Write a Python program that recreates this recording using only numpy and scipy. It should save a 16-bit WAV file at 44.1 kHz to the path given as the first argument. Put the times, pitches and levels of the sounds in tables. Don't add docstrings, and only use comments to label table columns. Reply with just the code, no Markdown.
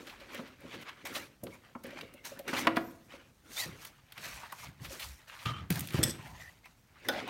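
import sys
import numpy as np
from scipy import signal
from scipy.fft import rfft, irfft, next_fast_len
from scipy.io import wavfile
from scipy.ndimage import uniform_filter1d, map_coordinates

SR = 44100
rng = np.random.default_rng(int(sys.argv[2]) if len(sys.argv) > 2 else 0)


def how_loud(loudness_db):
    steps = np.asarray(loudness_db, float) / 20
    return 10 ** steps


def store_pcm(level_fs):
    pcm = np.round(np.clip(level_fs, -1, 1) * 32767).astype(np.int16)
    wavfile.write(sys.argv[1], SR, np.atleast_2d(pcm).T)


N = 321489

# frequency in Hz, level in dB per Hz.
SKIN_COLOUR = [(290, -30), (500, -3.5), (600, 0), (1250, 2.5), (2300, 3), (4410, -8), (10000, -25.5),
               (19800, -120)]
# frequency in Hz, level in dB per Hz.
SLEEVE_COLOUR = [(2350, -15), (4000, -2.5), (5190, -5), (5780, -2), (8030, -7), (9790, -6.5), (13200, -9),
                 (15500, -14.5)]
# start in seconds, fade in seconds, skin in dB, sleeve in dB.
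GRIPS = [(0, 1, -55.5, -66.5), (0.071, 0.16, -49, -58), (1.053, 0.15, -41.5, -46.5),
         (1.837, 0.49, -52, -81), (2.48, 0.08, -40, -45.5), (2.536, 0.1, -35.5, -49),
         (4.179, 0.51, -51, -61), (5.276, 0.33, -52.5, -61.5), (5.455, 0.17, -39, -52),
         (5.704, 0.35, -43.5, -42), (7.087, 0.26, -47, -73)]
# peak, swell and fade in seconds, skin in dB, sleeve in dB.
TWISTS = [(0.35, 0.1, 0.17, -45.5, -55.5), (.48, 0.1, 0.064, -53.5, -92), (.83, 0.084, 0.016, -46.5, -59),
          (0.75, 0.18, 0.094, -46, -58), (0.893, 0.069, 0.045, -44, -65), (.99, 0.13, 0.14, -55, -76),
          (1.157, 0.051, 0.14, -43.5, -42.5), (1.544, 0.1, 0.061, -58, -60.5),
          (1.649, 0.11, 0.16, -60, -79), (1.993, 0.12, 0.099, -48.5, -61), (2.253, 0.019, 0.15, -45.5, -44)]
# peak, swell and fade in seconds, skin in dB, sleeve in dB.
SWEEPS = [(2.592, 0.11, 0.096, -35, -38), (2.77, 0.088, 0.72, -66, -63), (3.127, 0.045, 0.15, -49.5, -62.5),
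          (3.606, 0.13, 0.11, -43, -35.5), (3.64, 0.048, 0.15, -45.5, -54),
          (3.824, 0.19, 0.17, -52.5, -56.5), (3.874, 0.13, 0.027, -71, -50),
          (4.256, 0.13, 0.41, -47, -46.5), (4.437, 0.45, 0.076, -51, -66), (4.643, 0.25, .1, -50, -51),
          (4.851, 0.074, 0.035, -49.5, -50.5), (4.926, 0.1, 0.16, -49, -47),
          (5.036, 0.11, 0.23, -52.5, -46.5), (5.44, 0.32, 0.15, -53, -56.5),
          (5.945, 0.038, 0.22, -39.5, -47), (6.099, 0.22, 0.11, -50, -46), (6.273, 0.37, 0.26, -52, -60.5),
          (6.418, 0.17, 0.27, -57.5, -57), (6.652, 0.053, 0.21, -63, -66), (7.056, 0.076, 0.35, -56.5, -62),
          (7.201, 0.19, 0.096, -40.5, -71.5), (7.29, 0.056, .1, -43, -65)]
# peak, swell and fade in seconds, tray drumming in dB, table rumble in dB.
PRESSES = [(0, .1, 0.18, -43.5, -70), (.432, 0.23, 0.076, -39.5, -60), (.642, 0.023, 0.17, -45.5, -58),
           (.791, 0.23, 0.14, -43.5, -56.5), (1.15, 0.18, 0.17, -42.5, -55),
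           (1.434, 0.0088, 0.15, -39, -46.5), (1.839, 0.0058, 0.33, -45.5, -65),
           (2.048, 0.37, 0.068, -47, -59), (2.481, 0.013, 0.27, -34, -72), (2.592, 0.052, 0.33, -35, -47),
           (2.826, 0.88, 0.15, -46, -60), (3.165, 0.137, 0.25, -52.5, -70), (3.51, 0.09, 0.059, -48, -63),
           (3.684, 0.081, 0.17, -43.5, -48), (4.179, 0.0032, 0.56, -57, -57.5),
           (4.812, 0.014, 0.18, -51, -46.5), (4.68, 0.11, 0.14, -74, -51), (4.926, 0.089, 0.19, -51, -63),
           (5.06, 0.076, 0.17, -67, -60), (5.457, 0.0059, 0.3, -61, -38), (5.704, 0.0031, 0.25, -67, -33),
           (6.009, 0.078, 0.18, -31, -32), (6.33, 0.28, 0.22, -73, -53), (7.087, 0.068, 0.7, -39, -55.5)]
# skin, sleeve, tray and table, all in dB.
REST_DB = [-81, -75.5, -72, -71]

# start in seconds, peak in dB, dull part in dB beside the peak.
TICKS = [(.0741, -54, 15), (.3446, -35, -5.5), (.6035, -49, -22), (1.0535, -51, 11), (1.0695, -32.5, -12),
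         (1.147, -59, -11), (1.4356, -30.5, -22), (1.4673, -58.5, 16.5), (1.836, -36, -32),
         (1.8652, -39.5, -25), (1.9054, -50, 5), (2.0096, -41.5, 9.5), (2.1375, -41, -11), (2.2467, -45, 5),
         (2.3901, -35, -5.5), (2.4798, -36, -13), (2.5107, -43.5, -13.5), (2.537, -49, 6),
         (2.6705, -35.5, 15.5), (3.8484, -30.5, -6), (4.1208, -40, 0.5), (4.1764, -40.5, 0),
         (4.5215, -33, -8.5)]
# start in seconds, peak in dB, dull part in dB beside the peak.
JOSTLES = [(5.4586, -46.5, 13.5), (5.7034, -21.5, -9.5), (5.7234, -30.5, -8), (5.7565, -32, -4),
           (5.7933, -25.5, -15), (5.8064, -26, -14), (5.8726, -33.5, -10), (5.886, -44.5, 4),
           (5.906, -41.5, 3), (5.923, -40, -8), (5.9352, -37, -4), (5.9884, -37, -6), (6.0305, -26, -8),
           (6.036, -20, -15), (6.656, -52, 1.5), (7.0853, -23.5, -19), (7.277, -45, 1)]
# start in seconds, peak in dB, dull part in dB beside the peak.
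SCUFFS = [(.2, -51.5, 8.5), (0.475, -51, 0), (.7454, -53, 11), (.815, -44, -4.5), (.095, -47.5, 9),
          (.8854, -49.5, 4), (1.153, -41.5, 12.5), (1.506, -58, 7), (2.567, -35.5, 8), (2.762, -37, 6),
          (2.908, -48.5, -5.5), (4.849, -36, 1.5), (4.998, -30, -2.5), (5.023, -42, 9.5),
          (5.392, -52.5, 14), (7.1586, -51, 12), (7.173, -55, 6), (7.197, -60, 1), (7.224, -57, 8)]

# start in seconds, peak in dB, share of the high tones in dB.
THUDS = [(0.074, -47, -6), (0.346, -47.5, 5.5), (0.393, -34.5, -7), (.212, -56, 6.5), (.44, -54, -6),
         (.612, -60, 7.5), (0.648, -44, -4.5), (1.041, -43, -11), (1.162, -46, 4.5), (1.432, -38.5, -0.5),
         (1.464, -50, 6), (1.755, -36.5, -14), (1.843, -40.5, -0.5), (1.927, -48, 5), (2.025, -54.5, 8),
         (2.143, -50, 0.5), (2.317, -52, 11), (2.394, -50, 12), (2.482, -45, -23), (2.531, -29, -17),
         (2.675, -23.5, -17), (2.77, -23, -11), (3.137, -49.5, 4), (3.504, -57, -14), (3.656, -53, 2),
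         (4.905, -56, 12.5), (7.089, -40, 10.5)]
# frequency in Hz, level in dB, time to die by 60 dB in seconds.
TRAY_LOW_TONES = [(257.3, 10.5, 0.056), (308, -7.5, 0.039)]
# frequency in Hz, level in dB, time to die by 60 dB in seconds.
TRAY_HIGH_TONES = [(551.6, 10.5, 0.055), (678, -11, 0.14)]
# frequency in Hz, level in dB, time to die by 60 dB in seconds.
RIM_TONES = [(330, 0, 0.42)]
# start in seconds, peak in dB.
BOARD_KNOCKS = [
    (2.531, -24.5),
    (2.548, -27),
    (2.565, -27.5),
    (2.65, -31),
    (2.6703, -10),
    (2.769, -14),
]
# frequency in Hz, level in dB, time to die by 60 dB in seconds.
BOARD_TONES = [(545, -11, .14), (680, -6, .09), (800, -9, .07), (995, -3, .06), (1130, -4, .06),
               (1260, -4, .055), (1420, -2, .045), (1600, -5, .04), (1750, -6, .055), (1925, -4, .04),
               (2220, -8, .055), (2500, -9, .04), (2800, -9, .045), (3400, -17, .04)]
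# start in seconds, peak in dB.
EDGE_TAPS = [
    (.391, -33),
    (1.467, -40),
    (1.751, -30),
    (3.984, -51.5),
    (4.432, -33.5),
    (4.524, -29.5),
    (4.632, -38.5),
    (6.657, -45),
]
# frequency in Hz, level in dB, time to die by 60 dB in seconds.
EDGE_TONES = [(1001, -1, 0.065), (1192, -2.5, 0.075), (2060, -9.5, 0.032), (2790, -16.5, 0.044)]
# start in seconds, peak in dB.
TABLE_BUMPS = [
    (3.661, -37.5),
    (3.692, -38),
    (4.264, -44),
    (4.815, -41),
    (5.458, -33.5),
    (5.7062, -18.5),
    (5.9445, -17.5),
    (5.9895, -19),
    (6.002, -27),
    (6.05, -27.5),
]
# frequency in Hz, level in dB, time to die by 60 dB in seconds.
TABLE_TONES = [(118, -12, 0.15), (148, 4, 0.045), (205, -1, 0.04), (270, -1, 0.04), (335, -9, 0.05),
               (650, -20, 0.03), (725, -18, 0.035)]
# start in seconds, peak in dB.
TABLE_RAPS = [
    (5.9885, -27.5),
    (6.003, -28.5),
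    (6.012, -36),
    (6.022, -30),
    (6.085, -36),
]
# frequency in Hz, level in dB, time to die by 60 dB in seconds.
LEDGE_TONES = [(327, 2, 0.052), (428, -9, 0.056), (537, -7, 0.034)]
# start in seconds, peak in dB.
HANDLE_DROPS = [
    (5.456, -30),
    (5.467, -30.5),
    (5.487, -32),
    (5.516, -38),
    (5.535, -36.5),
    (5.564, -39.5),
    (5.582, -48),
    (5.598, -47),
]
# frequency in Hz, level in dB, time to die by 60 dB in seconds.
HANDLE_TONES = [(1007, -10, 0.1), (1187, 3, 0.14), (1258, 2.5, 0.16), (1404, -15, .08), (2090, -22, .07),
                (2780, -8, 0.074), (3110, -2, 0.14), (3580, -18, 0.086)]
# start in seconds, peak in dB.
SHAFT_CLINKS = [
    (6.0305, -15.5),
    (6.036, -9),
    (6.058, -33),
    (6.066, -27.5),
    (6.075, -30),
    (6.082, -31.5),
    (6.0955, -27.5),
    (6.101, -28.5),
    (6.107, -25),
]
# frequency in Hz, level in dB, time to die by 60 dB in seconds.
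SHAFT_TONES = [(1933, -10, .04), (3440, -8, 0.07), (4600, -15, 0.04), (5060, -6, 0.045), (5380, -7, 0.035),
               (5700, -7, .035), (6300, -14, .035), (7930, 0, 0.026), (8100, -1, 0.026), (8450, -3, .02),
               (9650, -13, .025), (11500, -6, 0.025), (12700, -14, 0.022)]
# start in seconds, peak in dB.
TOOL_PICKUP = [
    (7.0863, -16),
    (7.0934, -22.5),
]
# frequency in Hz, level in dB, time to die by 60 dB in seconds.
TOOL_TONES = [(572, -7, 0.051), (820, -4, 0.1), (1120, -19, 0.097), (1483, 2.5, 0.097), (1770, 8, 0.033),
              (2290, -10, 0.091), (3280, -10, .06), (3530, 9, 0.051), (5050, -1, 0.039), (6020, -5, .03)]

# start and end in
# seconds, start, end and width in Hz, level in dB.
SLIDES = [(3.562, 3.622, 3450, 4050, 216, -39.5), (3.61, 3.652, 4300, 4950, 225, -42.5),
          (3.588, 3.618, 2000, 2050, 180, -43), (3.615, 3.655, 1950, 1850, 164, -41),
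          (3.58, 3.62, 6500, 5500, 500, -57), (4.41, 3.8, 900, 1000, 315, -49),
          (6, 2.6, 1100, 1250, 630, -55), (6.199, 6.396, 800, 950, 390, -55.5),
          (7.1, 7.24, 600, 780, 350, -42), (6.3, 7.29, 1900, 1850, 300, -48),
          (1.05, 1.135, 2000, 2150, 300, -54), (1.14, 1.264, 1300, 2700, 270, -53),
          (1.5, 1.59, 1100, 920, 310, -64.5), (2.77, 2.93, 12000, 12500, 1000, -67),
          (2.8, 2.93, 14200, 14200, 900, -64), (4.44, 4.1, 1100, 1200, 350, -50.5),
          (7.04, 7.075, 2000, 1700, 500, -50), (2, 4.3, 2800, 1800, 330, -54),
          (4.3, 3.1, 3100, 6000, 900, -53.5)]
# start and end in seconds, start, end and width in Hz, level in
# dB.
SQUEAKS = [
    (2.16, 2.245, 2150, 2100, 170, -62),
    (1.51, 1.56, 2250, 2300, 250, -57),
    (6.64, 6.675, 2400, 2300, 800, -56),
]
# start and end in seconds, start, end and width in Hz, level in dB.
SWAYS = [
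    (.12, .3, 50, 49.7, 30, -57),
    (4.25, 4.4, 60, 55.7, 30, -55),
    (4.626, 4.78, 70, 70.5, 35, -57),
    (4.779, 4.96, 60, 60, 35, -48),
    (7.059, 7.24, 70, 70, 35, -63),
    (4.999, 5.162, 64.5, 59.6, 30, -47),
    (5.541, 5.68, 90, 84.5, 40, -43.5),
    (6.22, 6.42, 75, 69.5, 35, -49.5),
    (6.379, 6.518, 79.7, 74.6, 35, -55.5),
]
# frequency in Hz, time to die by 60 dB in seconds.
ROOM_ECHO = [(150, 0.76), (1000, 0.48), (4000, 0.27), (12000, 0.3)]
# frequency in Hz, level in dB per Hz.
AIR_COLOUR = [(15, -37), (35, 9.5), (123, -0.5), (447, -17), (700, -15.5), (1870, -23.5), (4930, -29.5),
              (15700, -30.5)]


def unit(x):
    return x / np.sqrt(np.mean(x ** 2) + 1e-20)


def along(points, hz):
    point_hz, value = np.transpose(points)
    return np.interp(np.log(hz + 1), np.log(point_hz + 1), value)


def wobble(rate, size=N):
    knots = rng.standard_normal(int(size * 900 / SR) + 4)
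    return map_coordinates(knots, [np.arange(size) * min(rate, 900) / SR])


def filtered(x, response):
    size = next_fast_len(N + SR // 2)
    spectrum = rfft(x, size) * response(np.fft.rfftfreq(size, 1 / SR))
    return irfft(spectrum, size)[:N]


def peak(centre_hz, width_hz):
    return lambda f: 1j * f * width_hz / (centre_hz ** 2 - f * f + 1j * f * width_hz)


def rubbing(response, grain_db, lump_db, patchy_db=0.):
    slip = how_loud(grain_db * wobble(700) + lump_db * wobble(45))
    spectra = signal.stft(slip * rng.standard_normal(N), nperseg=512)[2]
    patches = uniform_filter1d(rng.standard_normal(spectra.shape), size=5, axis=0)
    patches = unit(uniform_filter1d(patches, size=7, axis=1))
    noise = signal.istft(spectra * how_loud(patchy_db * patches), nperseg=512)[1][:N]
    return unit(filtered(noise, response))


def strokes(rows, quicker, rest_db):
    peak_s, swell_s, fade_s, *peaks_db = np.transpose(rows)[:, :, None]
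    t = np.arange(0, N / SR, .001)
    under_db = 20 * np.maximum((peak_s - t) / swell_s, (t - peak_s) / fade_s)
    gains = []
    for db, speed, low_db in zip(peaks_db, (1, quicker), rest_db):
        power = (how_loud(db - speed * under_db) ** 2).sum(axis=0) + how_loud(low_db) ** 2
        gains.append(np.interp(np.arange(N) / SR, t, np.sqrt(power)))
    return gains


def contacts(events, rise, t60):
    bright, dull = np.zeros(N + SR), np.zeros(N + SR)
    t = np.arange(SR // 4) / SR
    shape = how_loud(-60 * t / t60) * (1 - np.exp(-t / rise))
    for s, db, dull_db in events:
        start = round(s * SR)
        bright[start:][:len(t)] += how_loud(db) * shape
        dull[start:][:len(t)] += how_loud(db + dull_db) * shape
    return np.array([bright[:N], dull[:N]])


def struck(events, tones, blur=.01, crack=0., attack=0.0011):
    hz, db, t60 = np.transpose(tones)[:, :, None]
    out = np.zeros(N + SR)
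    t = np.arange(SR // 3 if t60.max() > .15 else SR // 7) / SR
    for s, level_db in events:
        luck_db, luck_pitch = rng.standard_normal((2, len(tones), 1))
        steps = uniform_filter1d(rng.standard_normal((len(tones), len(t))), size=24)
        drift = np.cumsum(steps, axis=1) * np.sqrt(2 * np.pi * blur * hz / SR)
        phase = 2 * np.pi * hz * (1 + 0.004 * luck_pitch) * t + drift
        ring = (how_loud(db + 2 * luck_db - 60 * t / t60) * np.sin(phase)).sum(axis=0)
        ring *= (1 - np.exp(-t / attack)) * (1 - t / t[-1])
        snap = crack * how_loud(-60 * t / 0.0081) * uniform_filter1d(rng.standard_normal(len(t)), size=6)
        out[round(s * SR):][:len(t)] += how_loud(level_db) * (ring / np.abs(ring).max() + snap)
    return out[:N]


def hands():
    grips = [(s, .004, *rest) for s, *rest in GRIPS]
    on_skin, on_sleeve = strokes(grips + TWISTS + SWEEPS, quicker=1.51, rest_db=REST_DB[:2])
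    on_tray, on_table = strokes(PRESSES, quicker=0.91, rest_db=REST_DB[2:])
    skin = rubbing(lambda f: how_loud(along(SKIN_COLOUR, f)), grain_db=2.3, lump_db=2.0, patchy_db=2.5)
    sleeve = rubbing(lambda f: how_loud(along(SLEEVE_COLOUR, f)), grain_db=2, lump_db=1.2, patchy_db=2.2)
    tray = rubbing(lambda f: peak(260, 90)(f) + 0.21 * peak(330, 50)(f) - 0.42 * peak(545, 120)(f),
                   grain_db=1.0, lump_db=3.0)
    table = rubbing(lambda f: peak(95, 90)(f) * peak(135, 90)(f), grain_db=0.5, lump_db=1.5)
    return on_skin * skin + on_sleeve * sleeve + how_loud(-6.0) * on_tray * tray + on_table * table


def ticks():
    scuffs = [(s - .004, *rest) for s, *rest in SCUFFS]
    touches = contacts(TICKS, rise=0.0027, t60=0.025)
    touches += contacts(JOSTLES, rise=0.00067, t60=0.022)
    touches += how_loud(1.5) * contacts(scuffs, rise=0.015, t60=0.067)
    bright, dull = touches
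    high = rubbing(lambda f: peak(12500, 9000)(f) * peak(9000, 9000)(f), grain_db=-2.0, lump_db=0.0)
    mid = rubbing(lambda f: peak(2200, 1500)(f) - 0.72 * peak(4200, 2000)(f), grain_db=0.0, lump_db=0.6)
    return how_loud(-2.5) * bright * high + how_loud(2.5) * dull * mid


def tray_thuds():
    low = struck([(s, db - 0.5) for s, db, _ in THUDS], TRAY_LOW_TONES, blur=0.039, attack=0.0021)
    high = struck([(s, db + high_db) for s, db, high_db in THUDS], TRAY_HIGH_TONES, blur=0.03, attack=0.0076)
    rim = struck(BOARD_KNOCKS, RIM_TONES, blur=0.0075, attack=0.0023)
    return low + high + how_loud(-21.5) * rim


def board_knocks():
    board = struck(BOARD_KNOCKS, BOARD_TONES, blur=0.037, crack=0.65, attack=0.00033)
    return how_loud(-1.0) * board + how_loud(-4.5) * struck(EDGE_TAPS, EDGE_TONES, blur=0.14)


def table_blows():
    top = struck(TABLE_BUMPS, TABLE_TONES, blur=0.0029, attack=0.0036)
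    return top + struck(TABLE_RAPS, LEDGE_TONES, blur=0.023)


def tools():
    handle = struck(HANDLE_DROPS, HANDLE_TONES, blur=0.021, crack=0.3)
    shafts = struck(SHAFT_CLINKS, SHAFT_TONES, blur=0.029, crack=0.26, attack=0.00026)
    second_tool = struck(TOOL_PICKUP, TOOL_TONES, blur=0.04, crack=0.41)
    return handle + how_loud(-1.5) * (shafts + second_tool)


def slides_and_sways():
    out = np.zeros(N + SR)
    t = np.linspace(0, 1, num=SR // 5) * (SR // 5) / SR
    for start, end, from_hz, to_hz, width_hz, db in SLIDES + SQUEAKS + SWAYS:
        wander_cos, wander_sin = wobble(width_hz, size=len(t)), wobble(width_hz, size=len(t))
        part = np.clip(t / (end - start), 0, 1)
        phase = 2 * np.pi * np.cumsum(from_hz + (to_hz - from_hz) * part) / SR
        swell = 4 * part * (1 - part)
        whistle = wander_cos * np.cos(phase) + wander_sin * np.sin(phase)
        out[round(start * SR):][:len(t)] += how_loud(db) * swell * whistle
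    return out[:N]


def room(x):
    hz, t, spectra = signal.stft(rng.standard_normal(SR // 2), SR, nperseg=256)
    fade = how_loud(-60 * t / along(ROOM_ECHO, hz)[:, None])
    tail = signal.istft(spectra * fade, SR, nperseg=256)[1]
    late = np.pad(x, (200, 0))
    return signal.fftconvolve(late, tail / np.linalg.norm(tail))[:N]


def workshop_air():
    hum = unit(filtered(rng.standard_normal(N), lambda f: how_loud(along(AIR_COLOUR, f))))
    return how_loud(-64 + 0.55 * wobble(6.5)) * hum


def scene():
    hits = ticks() + tray_thuds() + board_knocks() + table_blows() + tools()
    mix = hands() + hits + slides_and_sways() + how_loud(-12.0) * room(hits) + workshop_air()
    return mix[None]


def roll_off(x):
    return signal.sosfilt(signal.butter(12, 16800, fs=SR, output="sos"), x)


def record(dry):
    def microphone(f):
        bass_cut = (1j * f / (40 + 1j * f)) ** 3
        dips = (1 - 0.39 * peak(10500, 900)(f)) * (1 - 0.074 * peak(7500, 700)(f))
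        top_edge = np.where(f < 15900, 1 + .2 * (f / 15900) ** 10, .04 * (f < 16800))
        return bass_cut * dips * top_edge
    mix = filtered(dry[0], microphone)[None]
    return roll_off(mix)


dry = scene()
out = record(dry)
store_pcm(out)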